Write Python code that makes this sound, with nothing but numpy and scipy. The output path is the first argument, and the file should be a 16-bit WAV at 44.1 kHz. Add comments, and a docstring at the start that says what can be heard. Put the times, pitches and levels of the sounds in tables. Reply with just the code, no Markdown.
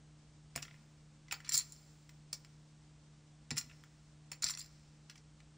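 """Mains hum, a fan tone and hiss, all steady sines and shaped noise, lie under a small room near a camera.
From 0.55 s a hand splits a stack of clay chips and sets half down on a felt table, which booms when pushed.
It riffles the halves together around 1.5 s and squares them; from 3.5 s it does so again, with a riffle at 4.4 s.
Each chip contact is a few milliseconds of spiky noise that rings the modes of the discs and of the stack.
Noise tails make the room's answer; the chips and table are heard almost in mono."""
import sys
import numpy as np
from scipy import signal
from scipy.fft import rfft, irfft, next_fast_len
from scipy.io import wavfile
from scipy.ndimage import map_coordinates

SR = 44100
rng = np.random.default_rng(int(sys.argv[2]) if len(sys.argv) > 2 else 0)


def wav_record(signal):
    """Record a signal, one row per channel, as 16-bit PCM in the file named by sys.argv[1]."""
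    frames = np.transpose(np.atleast_2d(signal))
    bounded = np.clip(frames, -1, 1)
    # unit amplitude maps onto the largest positive 16-bit level
    quanta = np.round(bounded * 32767).astype(np.int16)
    wavfile.write(sys.argv[1], SR, quanta)


def gain_from_db(level_db):
    """Turn a decibel level (scalar or array-like) into a linear amplitude factor."""
    decades = np.asarray(level_db, float) / 20
    return 10 ** decades


N = 245637  # samples


def along(points, hz):
    """Reads (f/Hz, value) points on a log frequency axis."""
    f, value = np.transpose(points)
    return np.interp(np.log(hz + 1), np.log(f + 1), value)


def coloured(x, points):
    """Passes x through a (f/Hz, level/dB) spectrum."""
    size = next_fast_len(N + 8192)
    gain = gain_from_db(along(points, np.fft.rfftfreq(size, 1 / SR)))
    return irfft(rfft(x, size) * gain, size)[..., :N]


def highpassed(x, hz, order):
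    """Cuts the lows below hz."""
    return signal.sosfilt(signal.butter(order, hz, "high", fs=SR, output="sos"), x)


def wobble(rate):
    """A smooth random curve with rate knots a second."""
    knots = rng.standard_normal(int(N * rate / SR) + 4)
    return map_coordinates(knots, [np.arange(N) * rate / SR])


def ringing(modes, count, length, detune, scatter_db):
    """Decaying sines for count blows, each with its own tuning and mode strengths, peak near 1."""
    hz, db, t60 = np.transpose(modes)[:, None, :, None]
    t = np.arange(round(length * SR)) / SR
    chance = rng.standard_normal((count, 2, len(modes), 1))
    pitch = hz * (1 + detune * chance[:, 0])
    envelope = gain_from_db(db + scatter_db * chance[:, 1] - 60 * t / t60)
    waves = envelope * np.sin(2 * np.pi * pitch * t)
    return waves.sum(1) / np.linalg.norm(gain_from_db(db))


def placed(times, sounds):
    """Lays each row of sounds on the timeline from its own time in seconds."""
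    at = np.round(times * SR).astype(int)[:, None] + np.arange(sounds.shape[1])
    return np.bincount(at.ravel(), sounds.ravel(), N + SR)[:N]


def hum_lines():
    """Mains hum and a fan tone: sines that waver slightly in level and phase."""
    # mean strength of each line: f/Hz, rms level/dB
    lines = [(59.2, -73), (118.4, -77), (150.7, -61.5), (220.7, -76), (301.5, -76)]
    t = np.arange(N) / SR
    hum = 0
    for hz, db in lines:
        level = np.sqrt(2) * gain_from_db(db + 1.1 * wobble(12))
        phase = 0.5 * wobble(3.4) + rng.uniform(0, 2 * np.pi)
        hum = hum + level * np.sin(2 * np.pi * hz * t + phase)
    return hum


def background():
    """Hum in the middle under hiss, which is noise with some side of its own; gives mid and side."""
    # shape of the hiss: f/Hz, relative density/dB
    hiss_shape = [(20, 2), (60, 13), (110, 4), (170, 5.5), (250, 2), (400, -1.5), (800, -4.5), (2000, -9.5),
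                  (5000, -10.5), (8000, -11.5), (9500, -19), (10800, -56), (13000, -57)]
    # width of the hiss: f/Hz, side minus mid/dB
    hiss_side = [(60, -38), (300, -24.5), (800, -19.5), (5000, -11.5)]
    mid, side = coloured(rng.standard_normal((2, N)), hiss_shape)
    scale = gain_from_db(-67.5) / np.std(mid)  # rms dB of the mid
    return np.array([hum_lines() + scale * mid, scale * coloured(side, hiss_side)])


def room(x):
    """Near walls answer fast, the rest lingers faintly; a fresh noise tail serves each third of a second."""
    # fast part of the answer: f/Hz, t60/s
    fast_t60 = [(200, 0.25), (1500, 0.15), (5000, 0.12), (9000, 0.1), (15000, 0.12)]
    # slow part of the answer: f/Hz, level against the fast part/dB
    slow_level = [(300, -18), (2000, -21.5), (4000, -27.5), (5600, -25), (8000, -31), (14000, -29)]
    out, step = np.zeros(N + 2 * SR), SR // 3
    for start in range(0, N, step):
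        hz, t, z = signal.stft(rng.standard_normal(SR * 2 // 3), SR, nperseg=256)
        fast = gain_from_db(-60 * t / along(fast_t60, hz)[:, None])
        slow = gain_from_db(along(slow_level, hz)[:, None] - 60 * t / 1.46)
        tail = signal.istft(z * (fast + slow), SR, nperseg=256)[1]
        tail[:round(.004 * SR)] = 0  # the first wall is a metre or so away
        wet = signal.fftconvolve(x[start:start + step], tail / np.linalg.norm(tail))
        out[start:start + len(wet)] += wet
    return out[:N]


def smeared_side(near):
    """The near sound smeared by a short noise burst makes a faint left-right difference."""
    # width of the near sounds before the flicker: f/Hz, side minus mid/dB
    near_width = [(60, -37.5), (400, -29.5), (2500, -26), (5000, -28), (15000, -22)]
    t = np.arange(SR // 40) / SR
    smear = rng.standard_normal(len(t)) * gain_from_db(-60 * t / 0.0067)
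    smeared = signal.fftconvolve(near, smear / np.linalg.norm(smear))[:N]
    return coloured(smeared, near_width)


def table_top():
    """A soft push through the felt sets the table top booming; the felt itself gives a dull slap."""
    # pushes: t/s, boom level/dB, felt slap level/dB, share of a 0.085 s ringing time that the hand allows
    thumps = [(0.56, -41, -42.5, 0.7), (1.324, -47, -46.5, 0.22), (1.545, -48.5, -55.5, 0.51),
              (2.329, -67, -53, 0.44), (3.511, -46, -46.5, 0.81), (3.5188, -36, -72.5, 0.49),
              (3.573, -49.5, -69, 0.23), (4.319, -63.5, -55, 0.39), (4.444, -39.5, -55, 0.2)]
    # modes of the undamped table top: f/Hz, relative level/dB, t60/s
    top_modes = [(80, -10, 0.04), (108, -44, .1), (142.3, 8, 0.87), (244.8, 3, 0.36), (414, -34, 0.091),
                 (694, -5, 0.026)]
    s, boom_db, slap_db, share = np.transpose(thumps)[:, :, None]
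    boom = ringing(top_modes, len(s), 0.27, detune=0.00091, scatter_db=-0.5)
    t = np.arange(boom.shape[1]) / SR
    boom = boom * gain_from_db(-60 * t / 0.085 * np.clip(1 / share - 1, -.5, 5))  # the hand damps the top
    felt = signal.butter(2, [330, 1100], "band", fs=SR, output="sos")
    slap = signal.sosfilt(felt, rng.standard_normal(boom.shape))
    slap = slap / np.std(slap) * gain_from_db(-60 * t / 0.036)
    thump = gain_from_db(slap_db) * slap - gain_from_db(boom_db) * boom
    return highpassed(placed(s[:, 0], thump), 47, order=2)


def rattles(count):
    """Discs slide or fall into place: count loosely spaced contacts a run, strength moving first to last."""
    # runs, as means: from t/s, to t/s, first discs level/dB, last discs level/dB, brightness, knock level/dB
    runs = [(0.645, 0.784, -71, -73.5, .3, -70), (1.456, 1.483, -59, -59, 0.23, -57),
            (1.522, 1.562, -32.5, -40, 0.43, -53.5), (1.582, 1.617, -30.5, -56, 0.431, -57),
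            (4.448, 4.489, -41.5, -38, -0.25, -52), (4.577, 4.663, -40, -58.5, 0.16, -64)]
    start, end, first_db, last_db, bright, knock_db = np.transpose(runs)[:, :, None]
    place = (np.arange(count) + rng.uniform(0, 1, (len(runs), count))) / count
    chance = rng.standard_normal((4, len(runs), count))
    uneven_db, uneven_bright, typical_ms = 3.5, 0.42, 4.2
    times = start + (end - start) * place
    discs_db = first_db + (last_db - first_db) * place + uneven_db * chance[0]
    bright = bright + uneven_bright * chance[1]
    knock_db = knock_db + uneven_db * chance[2]
    chatter_ms = typical_ms * np.exp(0.3 * chance[3])
    return np.reshape([times, discs_db, bright, knock_db, chatter_ms], (5, -1)).T


def chatter(chatter_ms):
    """Faces never meet flat: spiky noise closes in and swells, stops short and settles faintly."""
    t = np.arange(SR // 50) / SR
    touch = rng.standard_normal((len(chatter_ms), len(t)))
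    progress = t * 1000 / np.clip(chatter_ms, .2, 9)
    touch *= np.abs(touch) ** 0.56 * progress ** 0.35
    touch *= np.exp(-progress ** 1.85) + 0.16 * np.exp(-progress / 2.5)
    return touch


def chips():
    """Each chatter strikes four mode families: clink, clack and ring of the discs, knock of the stack."""
    # single contacts: t/s, discs level before the split by brightness/dB,
    # brightness (-1 clink, 0 clack, 1 ring), stack knock level/dB, chatter time scale before its limits/ms
    contacts = [(0.5541, -50, 0.01, -48, 3.7), (0.5599, -32, 0.64, -40.5, 0.95),
                (0.5766, -47, 0.23, -43, 1.3), (0.586, -62, 0.45, -51, 5.9),
                (0.6227, -43.5, 0.46, -67, 1.4), (0.6262, -38.5, 0.37, -45.5, 2.6),
                (0.6487, -54, 0.44, -51.5, 4.5), (0.6803, -79, 0.77, -54, 1.8),
                (0.7102, -70, 0.5, -55.5, 2), (0.7408, -77, 0.01, -59, 2.7), (1.2823, -61, 0.018, -57, 3.2),
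                (1.3107, -44, 0.01, -38, 1.9), (1.316, -38.5, 0.59, -68, 9.3),
                (1.3235, -33, 0.81, -35.5, 3.5), (1.3403, -44.5, -1.1, -46.5, 1.3),
                (1.3536, -55, -1.1, -68, 2.2), (1.4029, -56.5, 0.4, -52.5, 1.6),
                (1.4458, -48.5, -0.54, -54, 4.7), (1.491, -28.5, 0.62, -45.5, 3.2),
                (1.51, -42.5, -0.72, -48, 7), (1.5207, -29.5, 0.62, -48, 1.6),
                (1.5408, -24, 0.31, -52, 4.2), (1.5462, -22.5, 0.64, -58, 3.8), (1.5541, -30, .9, -48, 2.5),
                (1.5666, -27, 0.62, -50, 5), (1.5762, -22.5, 0.96, -55, 1.7), (1.7213, -47, 0.89, -79, 2.2),
                (1.7274, -56, 0.081, -80, 2.5), (1.7625, -60, 0.042, -76, 2.5),
                (2.0915, -55, .3, -57.5, 4.2), (2.3283, -31, 0.33, -48, 3.8),
                (2.3383, -43.5, 0.041, -79, 2.8), (2.3447, -51, 0.25, -73, 2.5),
                (2.4474, -55, 0.3, -58, 0.98), (3.506, -33.5, 0.53, -41.5, 1.9),
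                (3.5125, -35.5, -0.21, -43, 1.1), (3.5241, -59, -0.35, -70, 3.5),
                (3.5596, -50, .2, -57, 4.2), (3.5672, -41, .95, -45, 3.4), (3.5721, -35.5, .15, -43, 3.7),
                (3.5783, -30.5, -0.03, -63, 2.6), (3.5808, -31.5, 1, -42, 3.2),
                (3.5866, -33, 0.69, -51, 0.95), (3.6112, -41, .4, -52.5, 1.7), (3.6953, -65, 0.75, -56, 6),
                (3.712, -71, 0.87, -56.5, 3.1), (3.8376, -63.5, 1, -55.5, 0.63),
                (4.3158, -36.5, 0.65, -47, 4.6), (4.3301, -48, -0.92, -52, 1.1),
                (4.4218, -30, 0.63, -47.5, 5.8), (4.4284, -35.5, -1.1, -68, 9.8),
                (4.4345, -51, -.7, -42, 0.9), (4.4416, -22.5, .35, -50, 1.13), (4.4471, -41, 0.2, -53, 1.4),
                (4.4644, -33, -0.74, -46, 2.5), (4.4965, -34.5, 0.51, -44, 1.8),
                (4.503, -32.5, 0.4, -47, 3.5), (4.5083, -37.5, 0.75, -65, 0.8),
                (4.5303, -58, -0.75, -66, 2.7), (4.5367, -43, -1.2, -51.5, 2.9),
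                (4.5501, -42.5, 0.01, -57, 1.1), (4.573, -40, 0.35, -50, 2.3),
                (5.097, -46.5, -0.24, -51, 3.2), (5.111, -60, -0.079, -62.5, 4.5),
                (5.1555, -58, .2, -58, 4.2), (5.1768, -58, -0.02, -65, 3.5), (5.4026, -64, 0.26, -61, 2.1)]
    # four families of modes, each: f/Hz, relative level/dB, t60/s
    # free discs
    ring_modes = [(6707, -11.5, 0.051), (6500, -25, 0.019), (7275, 7.5, 0.023), (8200, -20, 0.01),
                  (8860, -42, 0.0076), (9620, -17, 0.02), (9220, -10.5, 0.0095), (14280, -9.5, 0.021),
                  (15300, -6.5, 0.022)]
    # discs damped in the stack
    clack_modes = [(5086, 0, 0.036), (5370, 7.5, 0.0074), (5556, 27, 0.0036), (6060, 3.5, 0.012),
                   (5736, 0, 0.05)]
    # the discs' lowest bending
    clink_modes = [(4140, -7, 0.025), (4275, 6.5, 0.033), (4557, 7.5, 0.032), (5030, -6, 0.089)]
    # the stack as a whole
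    knock_modes = [(830, -10, 0.018), (1425, -5, 0.067), (1870, 2, 0.019), (2043, 11, 0.02),
                   (2290, 8.5, 0.026), (2562, 10, 0.021), (2823, 5.5, 0.016), (3244, 10.5, 0.0065)]
    # how loosely the discs lie while they fall: t/s, gain of the clink/dB
    looseness = [(1.5, 0.1), (1.545, 3.7), (1.58, 7.2), (1.63, 4.7), (1.7, 0.1), (4.4, 0.1), (4.425, 1.9),
                 (4.49, 1.9), (4.5, 0.1), (4.56, 0.1), (4.58, 5.4), (4.67, 3), (4.8, 0.1)]
    # the discs send out little between their upper modes: f/Hz, level/dB
    disc_output = [(7700, -0.5), (8500, -7), (9100, 6), (9800, 2), (10400, -16.5), (13800, 4)]

    s, discs_db, bright, knock_db, chatter_ms = np.transpose([*contacts, *rattles(count=8)])[:, :, None]
    # a family loses 9.5 dB for each step that it lies from the brightness
    clink_db, clack_db, ring_db = [discs_db - 9.5 * np.abs(np.clip(bright, -1, 1) - step)
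                                   for step in (-1, 0, 1)]
    loose_db = np.interp(s, *np.transpose(looseness))
    clink_db = clink_db + loose_db
    clack_db = clack_db - 0.49 * loose_db  # the clack loses a share of that gain
    touch = chatter(chatter_ms)
    burst_s = .004  # levels are the rms of a burst this long with the contact's energy
    sound = 0
    for db, modes, edge_db, low_hz in [(ring_db, ring_modes, -8, 5000), (clack_db, clack_modes, -9, 4400),
                                       (clink_db, clink_modes, -16, 3850), (knock_db, knock_modes, -8, 950)]:
        body = ringing(modes, len(s), .06, detune=0.014, scatter_db=1.5)
        body[:, 0] = gain_from_db(edge_db)  # the bare impact, too brief to ring
        struck = signal.fftconvolve(touch, body, axes=1)
        struck = highpassed(struck, low_hz, order=6)  # small bodies radiate no bass
        burst = np.linalg.norm(struck, axis=1, keepdims=True) / np.sqrt(burst_s * SR)
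        sound = sound + gain_from_db(db) * struck / burst
    return coloured(placed(s[:, 0], sound), disc_output)


def scene():
    """Chips, table and room sit in the middle over the background; a faint side flickers on and off."""
    direct = chips() + table_top()
    near = direct + gain_from_db(-8.5) * room(direct)
    mid, side = background() + [near, smeared_side(near)]
    side = side * gain_from_db(13 * np.tanh(2.5 * wobble(28)) - 6)  # the hiss's side flickers along
    return np.array([mid + side, mid - side])


def roll_off(x):
    """The treble ends steeply here."""
    return signal.sosfilt(signal.butter(12, 16620, fs=SR, output="sos"), x)


def record(dry):
    """Little sound passes between 11 and 13 kHz."""
    # overall tone: f/Hz, level/dB
    response = [(9900, -0.5), (10500, 4), (11000, -38), (13600, -40), (13900, -8.5), (15700, -7),
                (16000, -49)]
    mix = coloured(dry, response)
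    return roll_off(mix)


dry = scene()
out = record(dry)
wav_record(out)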